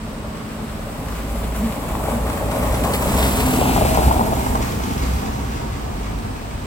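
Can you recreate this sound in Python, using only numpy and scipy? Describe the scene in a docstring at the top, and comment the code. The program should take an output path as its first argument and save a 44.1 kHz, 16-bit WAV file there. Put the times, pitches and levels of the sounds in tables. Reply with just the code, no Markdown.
"""A wet cobbled street between tall house fronts, heard from a pair of microphones at the roadside.
Distant traffic murmurs and drizzle ticks as a car approaches from 20 m, its engine droning, its tyres
drumming on the stones and squeezing out water. Puddles burst, the air in a tyre booms, and from about 2 s
the wheels knock in deep joints. At 3.6 s the car passes 3.5 m away on the left with a brief hiss;
then it swishes off among the echoes of the houses and the engine eases."""
import sys
import numpy as np
from scipy import signal
from scipy.fft import rfft, irfft, next_fast_len
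from scipy.io import wavfile
from scipy.ndimage import map_coordinates

SR = 44100
rng = np.random.default_rng(int(sys.argv[2]) if len(sys.argv) > 2 else 0)


def transcribe(signal):
    """Save signal, clipped to [-1, 1], as a 16-bit WAV file at the path in sys.argv[1]."""
    frames = np.atleast_2d(signal).T
    limited = np.clip(frames, -1, 1)
    pcm = np.round(limited * 32767).astype(np.int16)
    wavfile.write(sys.argv[1], SR, pcm)


N = 293694
TIME = np.arange(N) / SR
SPEED_M_PER_S, CLOSEST_M, ABREAST_S = 5.57, 3.45, 3.643   # the car's steady path past the microphones


def from_db(db):
    """Decibels to gain."""
    return 10 ** (np.asarray(db) / 20)


def rms_one(x):
    """Scale to an rms of 1."""
    return x / np.sqrt(np.mean(x ** 2) + 1e-20)


def in_time(rows):
    """A curve through (time, value) points."""
    return np.interp(TIME, *np.transpose(rows))


def swell(s, length_s):
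    """A smooth rise and fall around s, above half height for length_s."""
    return .5 ** ((2 * (TIME - s) / length_s) ** 2)


def burst(s, level_db, t60, rise_s):
    """An envelope that rises quickly at s and dies away."""
    age = np.maximum(TIME - s, 0)
    return from_db(level_db - np.minimum(60 * age / t60, 200)) * (1 - np.exp(-age / rise_s))


def drift(rate):
    """A random curve of rms 1 that turns about rate times a second."""
    knots = rng.standard_normal(int(N / SR * rate) + 2)
    return rms_one(np.interp(TIME * rate, np.arange(len(knots)), knots))


def grains(per_s, spread_db):
    """Clicks at random moments, of uneven size and either sign; rms 1."""
    sizes = from_db(spread_db * np.minimum(rng.exponential(1, N), 4)) * rng.choice([-1, 1], N)
    return rms_one(sizes * (rng.random(N) < per_s / SR))


def butter(x, hz, kind, order=2):
    """Butterworth filter."""
    return signal.sosfilt(signal.butter(order, np.clip(hz, 10, .45 * SR), kind, fs=SR, output="sos"), x)


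def coloured(x, spectrum):
    """Give x a smooth spectrum; rms 1."""
    hz, level_db = np.transpose(spectrum)
    size = next_fast_len(N, real=True)
    bins = np.maximum(np.fft.rfftfreq(size, 1 / SR), 1)
    gain = from_db(np.interp(np.log(bins), np.log(hz), level_db))
    return rms_one(irfft(rfft(x, size) * gain, size)[..., :N])


def resonate(x, modes):
    """Parallel resonances with alternating signs; rms 1."""
    out = 0
    for k, (hz, width, level_db) in enumerate(modes):
        radius = np.exp(-np.pi * width / SR)
        gain = (-1) ** k * from_db(level_db) * (1 - radius ** 2) / 2
        feedback = [1, -2 * radius * np.cos(2 * np.pi * hz / SR), radius ** 2]
        out = out + signal.lfilter([gain, 0, -gain], feedback, x + 1e-18)
    return rms_one(out)


def delayed(x, ms):
    """Delay x by a steady or moving time."""
    return map_coordinates(x, [np.arange(N) - ms * SR / 1000], order=3, mode="nearest")


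def diffuse(apart_hz=520, size=N):
    """Noise from all around: alike at both microphones in the bass, unrelated in the treble."""
    mid, side = rng.standard_normal((2, size))
    side = butter(side, apart_hz, "high", order=1)
    return np.array([mid + side, mid - side]) / np.sqrt(2)


def travelled(offset_m=0):
    """Metres past the microphones of a point offset_m ahead of mid-car; negative on the approach."""
    return SPEED_M_PER_S * (TIME - ABREAST_S) + offset_m


def passing_db(offset_m, fall_ahead, fall_behind):
    """Level against the closest point: a power of the distance, with one exponent coming, one going."""
    along = travelled(offset_m)
    distance_db = 20 * np.log10(np.hypot(along, CLOSEST_M) / CLOSEST_M)
    return -distance_db * np.where(along < 0, fall_ahead, fall_behind)


def bearing():
    """Direction of the car: 0 far off and coming, a half abreast, 1 far off and going."""
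    along = travelled()
    return (1 + along / np.hypot(along, CLOSEST_M)) / 2


def from_behind(offset_m=0.94, turn_m=0.49, far_share=0.44, fade_m=3.7):
    """Share of sound from the back of the tyres: it takes over as they pass, then echoes mix both sides."""
    along = travelled(offset_m)
    gone_by = (1 + np.tanh(along / turn_m / 2)) / 2
    return gone_by * (far_share + (1 - far_share) * np.exp(-(along / fade_m) ** 2))


def arriving(x, lead_ms, favour=0.42, turn_s=4.14, turn_length_s=0.29):
    """The right microphone lags by lead_ms; on the approach it favours the treble, the left one the mids."""
    ahead = (1 - np.tanh((TIME - turn_s) / turn_length_s)) / 2
    mids = butter(x + 1e-12, [600, 2100], "band", order=1)
    treble = butter(x + 1e-12, [5200, 6900], "band", order=1)
    tint = favour * ahead * (mids - treble)
    return np.array([x + tint, delayed(x - tint, in_time(lead_ms))])


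def house_fronts(x, t60=0.79, first_echo_s=.012):
    """Echoes between the houses; their pattern changes as the car moves on."""
    hop, length = SR // 6, SR // 2
    padded, out = np.pad(x, (hop, 2 * hop)), np.zeros((2, N + 2 * SR))
    fade = np.sin(np.pi * np.arange(2 * hop) / (2 * hop))
    dying = from_db(-60 * TIME[:length] / t60) * (TIME[:length] > first_echo_s)
    for at in range(0, N + hop, hop):
        tail = diffuse(size=length) * dying
        tail /= np.sqrt(np.sum(tail ** 2) / 2)
        echo = signal.fftconvolve([padded[at:at + 2 * hop] * fade], tail, axes=1)
        out[:, at:at + echo.shape[1]] += echo
    return out[:, hop:hop + N]


def street(x, lead_ms, echo_db, echo_growth=0.15):
    """Direct sound plus echoes, whose share grows with the car's distance from the microphones."""
    echo = from_db(echo_db - passing_db(0, echo_growth, echo_growth))
    return (arriving(x, lead_ms) + echo * house_fronts(x)) / np.hypot(1, echo)


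# far traffic, from all around: (frequency [Hz], relative level [dB])
TRAFFIC_SPECTRUM = [(15, -22), (35, 10), (60, -1.5), (110, -6.5), (170, -9), (225, -9), (350, -18),
                    (500, -13), (800, -13.5), (1100, -12), (1600, -18.5), (2400, -21.5), (5000, -28.5),
                    (7000, -33.5), (9000, -26), (16000, -106)]

def distant_traffic(level_db=-34.5):
    """The steady murmur of traffic far off in the town."""
    return from_db(level_db) * coloured(diffuse(), TRAFFIC_SPECTRUM)


# drops landing near the microphones: (time [s], level [dB])
NEAR_DROPS = [(.372, -28), (.682, -31), (1.375, -35), (2.516, -22.5), (2.711, -23), (4.554, -19),
              (4.722, -21), (4.978, -20), (6.188, -28), (6.506, -33)]
# the band they sound in: (low edge [Hz], high edge [Hz])
DROP_BAND = [1300, 6500]

def rain(patter_db=-61):
    """Fine drizzle ticks on the pavement; a few fat drops land close."""
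    patter = from_db(patter_db) * np.array([grains(per_s=400, spread_db=3) for side in range(2)])
    envelope = sum(burst(s, level_db, t60=0.019, rise_s=.0003) for s, level_db in NEAR_DROPS)
    drops = envelope * diffuse(apart_hz=4000)
    return butter(patter, 2200, "high") + butter(drops, DROP_BAND, "band")


# the driver revs up, holds, then lifts off: (time [s], firing rate [Hz])
FIRING_RATE = [(0, 54.02), (1, 54.45), (1.95, 57.34), (2.4, 58.25), (3.28, 64.21), (3.65, 62.57),
               (4.2, 63.3), (5.4, 63.87), (5.6, 56.5), (6.07, 50.3), (6.66, 49.54)]
# the engine's fundamental and fourth harmonic at the microphones: (time [s], level [dB])
DRONE_LEVEL = [(0, -33), (.07, -31), (.25, -43), (.9, -45), (1.15, -27), (1.45, -22), (1.74, -33),
               (1.92, -21), (2.05, -26), (2.25, -23), (2.47, -29), (2.67, -23), (3.3, -17.5), (3.48, -27),
               (3.62, -23.5), (3.9, -27), (4.1, -17.5), (4.28, -24.5), (4.98, -27.5), (5.16, -13.5),
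               (5.24, -30), (5.4, -25), (5.55, -30), (5.9, -29), (6.17, -27), (6.66, -50)]
FOURTH_LEVEL = [(0, -33), (1.2, -36), (2.4, -38), (3.25, -31.5), (3.56, -19.5), (3.78, -25), (4, -35),
                (6.66, -46)]

def engine(exhaust_db=-31, intake_db=-27, intake_follows=6.2, waver_db=2.4, shake_db=3, wander=0.00595):
    """Four harmonics of the firing rate, shaken by the road; the intake throws the third forwards."""
    second_db = exhaust_db + passing_db(offset_m=0, fall_ahead=0.88, fall_behind=0.75)
    third_db = intake_db + passing_db(offset_m=2.7, fall_ahead=0.42, fall_behind=1.0)
    third_db += intake_follows * revs_db()
    firing_hz = in_time(FIRING_RATE) * (1 + wander * drift(24.3))
    phase = 2 * np.pi * np.cumsum(firing_hz) / SR
    drone = from_db(in_time(DRONE_LEVEL) + waver_db * drift(14)) * np.sin(phase)
    second = from_db(second_db + waver_db * drift(28)) * np.sin(2 * phase)
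    third = from_db(third_db + waver_db * drift(28)) * np.sqrt(1 - bearing()) * np.sin(3 * phase)
    fourth = from_db(in_time(FOURTH_LEVEL) + shake_db * drift(60)) * np.sin(4 * phase)
    return drone + second + third + fourth


def revs_db():
    """Engine speed against its highest, in decibels."""
    rate = in_time(FIRING_RATE)
    return 20 * np.log10(rate / rate.max())


# the car's body on the cobbles: (frequency [Hz], relative level [dB])
BODY_SPECTRUM = [(15, -38), (26, -10), (38, 1.5), (55, 2), (75, 2.5), (95, 0), (135, -1), (170, -8.5),
                 (260, -7.5), (600, -41.5)]

def body_rumble(level_db=-22):
    """The stones shake the body into a deep rumble."""
    gain = from_db(level_db + passing_db(offset_m=-0.51, fall_ahead=0.8, fall_behind=0.61))
    return gain * coloured(diffuse(apart_hz=460), BODY_SPECTRUM)


# how much earlier the tyres reach the left microphone: (time [s], lead [ms])
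TYRE_LEAD = [(0, -0.11), (3.2, -0.0065), (3.75, 0.24), (4.5, 0.42), (5.1, 0.55), (6.66, 0.53)]
# resonances of the tyre carcass: (frequency [Hz], width [Hz], relative level [dB])
CARCASS_MODES = [(155, 77, -4.5), (215.7, 21.3, 2.5), (255.4, 43, -1.5), (338, 101, -6), (426.5, 61, -5.5)]

def tyre_drum(level_db=-23.5):
    """Every stone drums on the carcass of the tyre."""
    gain = from_db(level_db + passing_db(offset_m=-0.33, fall_ahead=0.8, fall_behind=0.92))
    ringing = resonate(grains(per_s=600, spread_db=3.0), CARCASS_MODES)
    drum = rms_one(butter(ringing, [130, 560], "band"))
    return street(gain * drum, TYRE_LEAD, echo_db=-10.5)


# rougher and smoother stretches of paving: (time [s], tread level change [dB])
ROUGHNESS = [(0, -3), (1.25, -3), (1.8, -0.2), (2.3, 0), (2.7, 1.5), (3.2, 0.5), (3.52, -2), (3.7, 1),
             (3.89, -8), (3.96, 4), (4.22, -0.5), (4.55, -1), (4.9, -0.5), (5.4, 1.5), (5.9, 2),
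             (6.66, 0.5)]
# the tread from ahead and from behind, the air in its grooves, and the hollow under the rear tyre,
# heard only close by: (frequency [Hz], width [Hz], relative level [dB])
FRONT_MODES = [(425, 75, -4.5), (565.5, 109, 5.5), (617.6, 171, 3)]
BACK_MODES = [(509, 145, -6), (635, 190, -4.5), (807, 280, -0.1), (960, 350, -2.5), (1010, 1150, -11)]
GROOVE_MODES = [(840, 60, 2.5), (862, 126, -1.5), (1105, 220, -10.5)]
HOLLOW_MODES = [(634, 53, -1), (743, 125, -9)]

def tread_clatter(front_db=-20.0, back_db=-13.5, groove_db=-2, groove_follows=2.7, hollow_db=-25):
    """Stones slap the tread, which rings differently fore and aft; the grooves grow with the revs."""
    road_db = in_time(ROUGHNESS) + horn_db()
    front_gain = from_db(front_db + road_db + passing_db(offset_m=1.2, fall_ahead=0.99, fall_behind=1.3))
    back_gain = from_db(back_db + road_db + passing_db(offset_m=-0.16, fall_ahead=1, fall_behind=1.67))
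    slaps = grains(per_s=900, spread_db=1.5) * from_db(2.0 * drift(60))   # rows of stones lie unevenly
    grooves = from_db(groove_db + groove_follows * revs_db()) * resonate(slaps, GROOVE_MODES)
    front = front_gain * rms_one(resonate(slaps, FRONT_MODES) - grooves)
    back = back_gain * resonate(slaps, BACK_MODES)
    behind = from_behind()
    tread = np.sqrt(1 - behind) * front + np.sqrt(behind) * back
    hollow = resonate(grains(per_s=300, spread_db=0), HOLLOW_MODES)
    hollow *= from_db(hollow_db) * swell(3.97, length_s=0.85)
    clatter = butter((tread + hollow) * unloading(), 1276, "low", order=4)
    return street(clatter, TYRE_LEAD, echo_db=-3.0)


def horn_db(sideways_db=5.5):
    """The wedge between tyre and road throws sound along the street, so less goes out to the side."""
    return -sideways_db * (1 - (2 * bearing() - 1) ** 2)


# how much earlier the water's hiss reaches the left microphone: (time [s], lead [ms])
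WATER_LEAD = [(0, 0.098), (1.7, 0.11), (2.4, 0.17), (3.1, 0.21), (3.5, 0.24), (3.8, 0.342), (4.3, 0.35),
              (6.66, 0.37)]
# water standing on the road: (time [s], wetness [dB])
ROAD_WETNESS = [(0, -9), (.6, -5), (1.68, -1.3), (2.0, -3), (2.4, -3), (3.12, -1.5), (3.25, -1.5),
                (3.55, -1.5), (4.1, -2), (4.5, 1), (5.1, 5), (5.7, 0), (6.66, 1)]
# the swish is dull from afar, brightest abreast and just after: (time [s], treble lift [dB])
SWISH_TREBLE = [(0, -11), (1.2, -3), (2.3, -9), (2.8, -3), (3.3, 2.5), (3.8, 4.5), (4.4, 4.5), (5.2, 4.5),
                (6.66, -1)]
# water squeezed out, and water flung off: (frequency [Hz], relative level [dB])
SWISH_SPECTRUM = [(700, -25), (1100, 9.5), (1400, 3), (1750, 0.5), (2300, 0), (3200, -5), (5000, -9),
                  (6600, -8.5), (7600, -13.5), (9500, -50)]
SPRAY_SPECTRUM = [(5000, -33), (6800, -1.5), (7800, 2.5), (9400, 5), (11000, 2), (13000, 2.5), (16000, -1)]

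def tread_water(swish_db=-29, spray_db=-26.0, spatter_db=-12, spurt_db=3.5, treble_hz=3140):
    """The tread squeezes water out in spurts and flings it off as fine spray and coarser spatter."""
    wetness_db = in_time(ROAD_WETNESS)
    squeeze_db = swish_db + passing_db(offset_m=1.87, fall_ahead=0.85, fall_behind=1.086)
    fling_db = spray_db + passing_db(offset_m=0.44, fall_ahead=1.216, fall_behind=2.4)
    spurts_db = spurt_db * drift(80)
    hiss = coloured(grains(per_s=6000, spread_db=3), SWISH_SPECTRUM)
    hiss *= from_db(spurts_db + 1.4 * drift(30))
    spatter = coloured(grains(per_s=90, spread_db=4), SWISH_SPECTRUM)
    spatter *= from_db(spatter_db - 3 * swell(ABREAST_S, length_s=1.1))   # softer ticks as the car passes
    swish = hiss + spatter
    treble = butter(swish, treble_hz, "high", order=1)
    swish = swish - treble + treble * from_db(in_time(SWISH_TREBLE))
    swish *= from_db(squeeze_db + 0.42 * wetness_db)
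    spray = coloured(grains(per_s=5000, spread_db=5.0), SPRAY_SPECTRUM)
    spray *= from_db(fling_db + wetness_db + spurts_db + 0.39 * drift(30))
    return street(swish, WATER_LEAD, echo_db=1.0) + street(spray, WATER_LEAD, echo_db=4.0)


# puddles hit on the approach, the first at 0.695 s a drop landing close by: (time [s], level [dB], decay t60
# [s])
SPLASH_EVENTS = [(.695, -33, 0.042), (1.262, -42, .05), (1.43, -34, 0.24), (1.522, -34, 0.074), (1.643, -33, .12),
                 (1.722, -27, .06), (1.951, -31, 0.045), (2.328, -28, 0.043), (2.837, -19, 0.046),
                 (2.935, -17, 0.13), (3.183, -22.5, 0.3), (3.226, -22, 0.13), (3.28, -26, .08),
                 (3.315, -28, 0.12), (3.352, -26, 0.11), (3.4, -21, .1), (3.61, -24, .05)]
# their droplets from close by: (frequency [Hz], relative level [dB])
DROPLET_SPECTRUM = [(800, 0), (2000, 10), (3000, 9.5), (4500, 4), (6500, -5.5), (8200, 1), (9400, 3.5),
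                    (16000, 1)]

def splashes(far_top_hz=4500):
    """A tyre bursts a puddle into a dense shower of droplets, duller from afar."""
    envelope = sum(burst(s, level_db, t60, rise_s=0.00081) for s, level_db, t60 in SPLASH_EVENTS)
    droplets = coloured(grains(per_s=6000, spread_db=2), DROPLET_SPECTRUM)
    near = from_db(passing_db(offset_m=1.3, fall_ahead=0.7, fall_behind=0.7))
    dull = butter(droplets, far_top_hz, "low", order=1)
    return arriving(envelope * (dull + near * (droplets - dull)), WATER_LEAD)


# booms at dips in the road: (time [s], length [s], pitch [Hz], level [dB])
ROAD_DIPS = [(1.625, 0.15, 224, -22), (2.157, 0.077, 229.3, -24.5), (4.208, 0.055, 215.3, -23.5),
             (4.511, .16, 214.7, -27.5), (5.292, 0.24, 210.4, -30.5)]

def tyre_booms(wander=0.0442, shake_db=3):
    """A dip sets the air inside a tyre booming briefly at its own pitch, shaken by the stones."""
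    clock = np.cumsum(1 + wander * drift(70)) / SR
    air = sum(from_db(level_db) * swell(s, length_s) * np.sin(2 * np.pi * hz * clock)
              for s, length_s, hz, level_db in ROAD_DIPS)
    return air * from_db(shake_db * drift(70))


# knocks in deep joints within about 10 m of the microphones:
# (time [s], level [dB], ring pitch [Hz], ring t60 [s], thud against the ring [dB])
JOINTS = [(1.951, -10.5, 850, 0.011, -12), (2.118, -17, 840, 0.034, -12), (2.455, -18, 556, 0.033, -7),
          (2.842, -8, 594, 0.019, -8), (2.992, -17, 580, .03, -8), (3.058, -11, 500, 0.023, -10),
          (3.118, -8, 825, 0.017, -5), (3.141, -8, 800, 0.013, -8), (3.346, -12, 630, 0.016, -11),
          (3.472, -14, 635, 0.037, -14), (3.614, -5, 660, 0.022, -12), (3.625, -11, 640, .018, -10),
          (3.656, -12.5, 654, 0.047, -3), (3.762, -6.5, 823, .03, 0), (3.777, -6, 760, 0.018, -5),
          (3.81, -8, 644, 0.044, 0), (3.821, -9, 640, 0.027, 7), (3.85, -10.5, 653, .06, -10),
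          (3.973, -4, 700, 0.026, -5), (3.987, -12, 696, 0.049, -8), (4.018, -14, 700, .025, 8),
          (4.071, -15, 524, 0.018, 13), (4.11, -1.5, 790, 0.027, -11), (4.165, -4.5, 750, .015, -5),
          (4.194, -6, 790, .03, -9), (4.208, -4, 875, 0.027, -11), (4.323, -10.5, 686, 0.033, -14),
          (4.329, -9, 680, .04, -10), (4.463, -7, 790, .03, -4), (4.549, -11.5, 910, 0.07, -10),
          (4.607, -10, 705, .018, -15)]
# partials of a knock: (multiple of the ring pitch [ratio], relative level [dB])
RING_MODES = [(.57, -10), (.8, -7.5), (1, 1.5), (1.21, -4.5), (1.46, -16)]

def joint_knocks(trim_db=-0.1, squirm=0.12, contact_s=0.0007, thud_hz=110, thud_t60=0.022):
    """Soft rubber drops into a joint: a thud and a hollow ring, its pitch unsteady as the tread squirms."""
    out = np.zeros(N)
    age = TIME[:SR // 8]
    contact = 1 - np.exp(-(age / contact_s) ** 2)
    stretch = 1 + squirm * drift(200)
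    for s, level_db, hz, t60, thud_db in JOINTS:
        at = round(s * SR)
        span = slice(at, at + len(age))
        phase = 2 * np.pi * hz * np.cumsum(stretch[span]) / SR
        ring = sum(from_db(mode_db) * np.sin(multiple * phase + rng.uniform(-0.95, 1))
                   for multiple, mode_db in RING_MODES)
        ring *= from_db(-60 * age / t60)
        thud = np.sin(2 * np.pi * thud_hz * age) * from_db(thud_db - 60 * age / thud_t60)
        out[span] += from_db(level_db + trim_db) * contact * (ring + thud)
    return street(butter(out + 1e-18, 2050, "low", order=4), TYRE_LEAD, echo_db=-10)


def unloading(dip_db=-4, before_s=0.0084, length_s=0.016):
    """The tyre lifts off the stone just before each joint, and the tread's level dips for a moment."""
    lifted = np.max([swell(s - before_s, length_s) for s, *_ in JOINTS], axis=0)
    return from_db(dip_db * lifted)


# the two bands of the hiss close by: (frequency [Hz], width [Hz], relative level [dB])
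HISS_BANDS = [(4000, 1500, 0), (2446, 760, 0)]

def passing_hiss(level_db=-33, loudest_s=3.73, length_s=0.82):
    """A brief hiss as the car passes the microphones, moving from a 4 kHz band to a 2.4 kHz band."""
    high, low = (resonate(grains(per_s=7000, spread_db=1.0), [band]) for band in HISS_BANDS)
    low_share = from_behind(offset_m=1.4, turn_m=0.31)
    hiss = butter(np.sqrt(1 - low_share) * high + np.sqrt(low_share) * low, [1400, 6000], "band")
    return arriving(from_db(level_db) * swell(loudest_s, length_s) * hiss, WATER_LEAD)


def scene():
    """The wet street and the passing car, as they reach the two microphones."""
    background = distant_traffic() + rain()
    rolling = engine() + body_rumble() + tyre_drum() + tread_clatter() + tread_water()
    return background + rolling + splashes() + tyre_booms() + joint_knocks() + passing_hiss()


def record(dry, right_louder_db=0.44, split_hz=7050, left_lag_ms=.26, bottom_hz=29.4, top_hz=15900):
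    """Deep bass and top are cut; both channels carry the right microphone's treble, later on the left."""
    balance = from_db([[-right_louder_db / 2], [right_louder_db / 2]])
    sound = butter(dry, bottom_hz, "high", order=4) * balance
    treble = signal.sosfiltfilt(signal.butter(8, split_hz, "high", fs=SR, output="sos"), sound)
    shared = np.array([delayed(treble[1], left_lag_ms), treble[1]])
    out = np.clip(sound - treble + shared, -1, 1)
    return signal.sosfilt(signal.ellip(12, .1, 90, top_hz, fs=SR, output="sos"), out)


dry = scene()
out = record(dry)
transcribe(out)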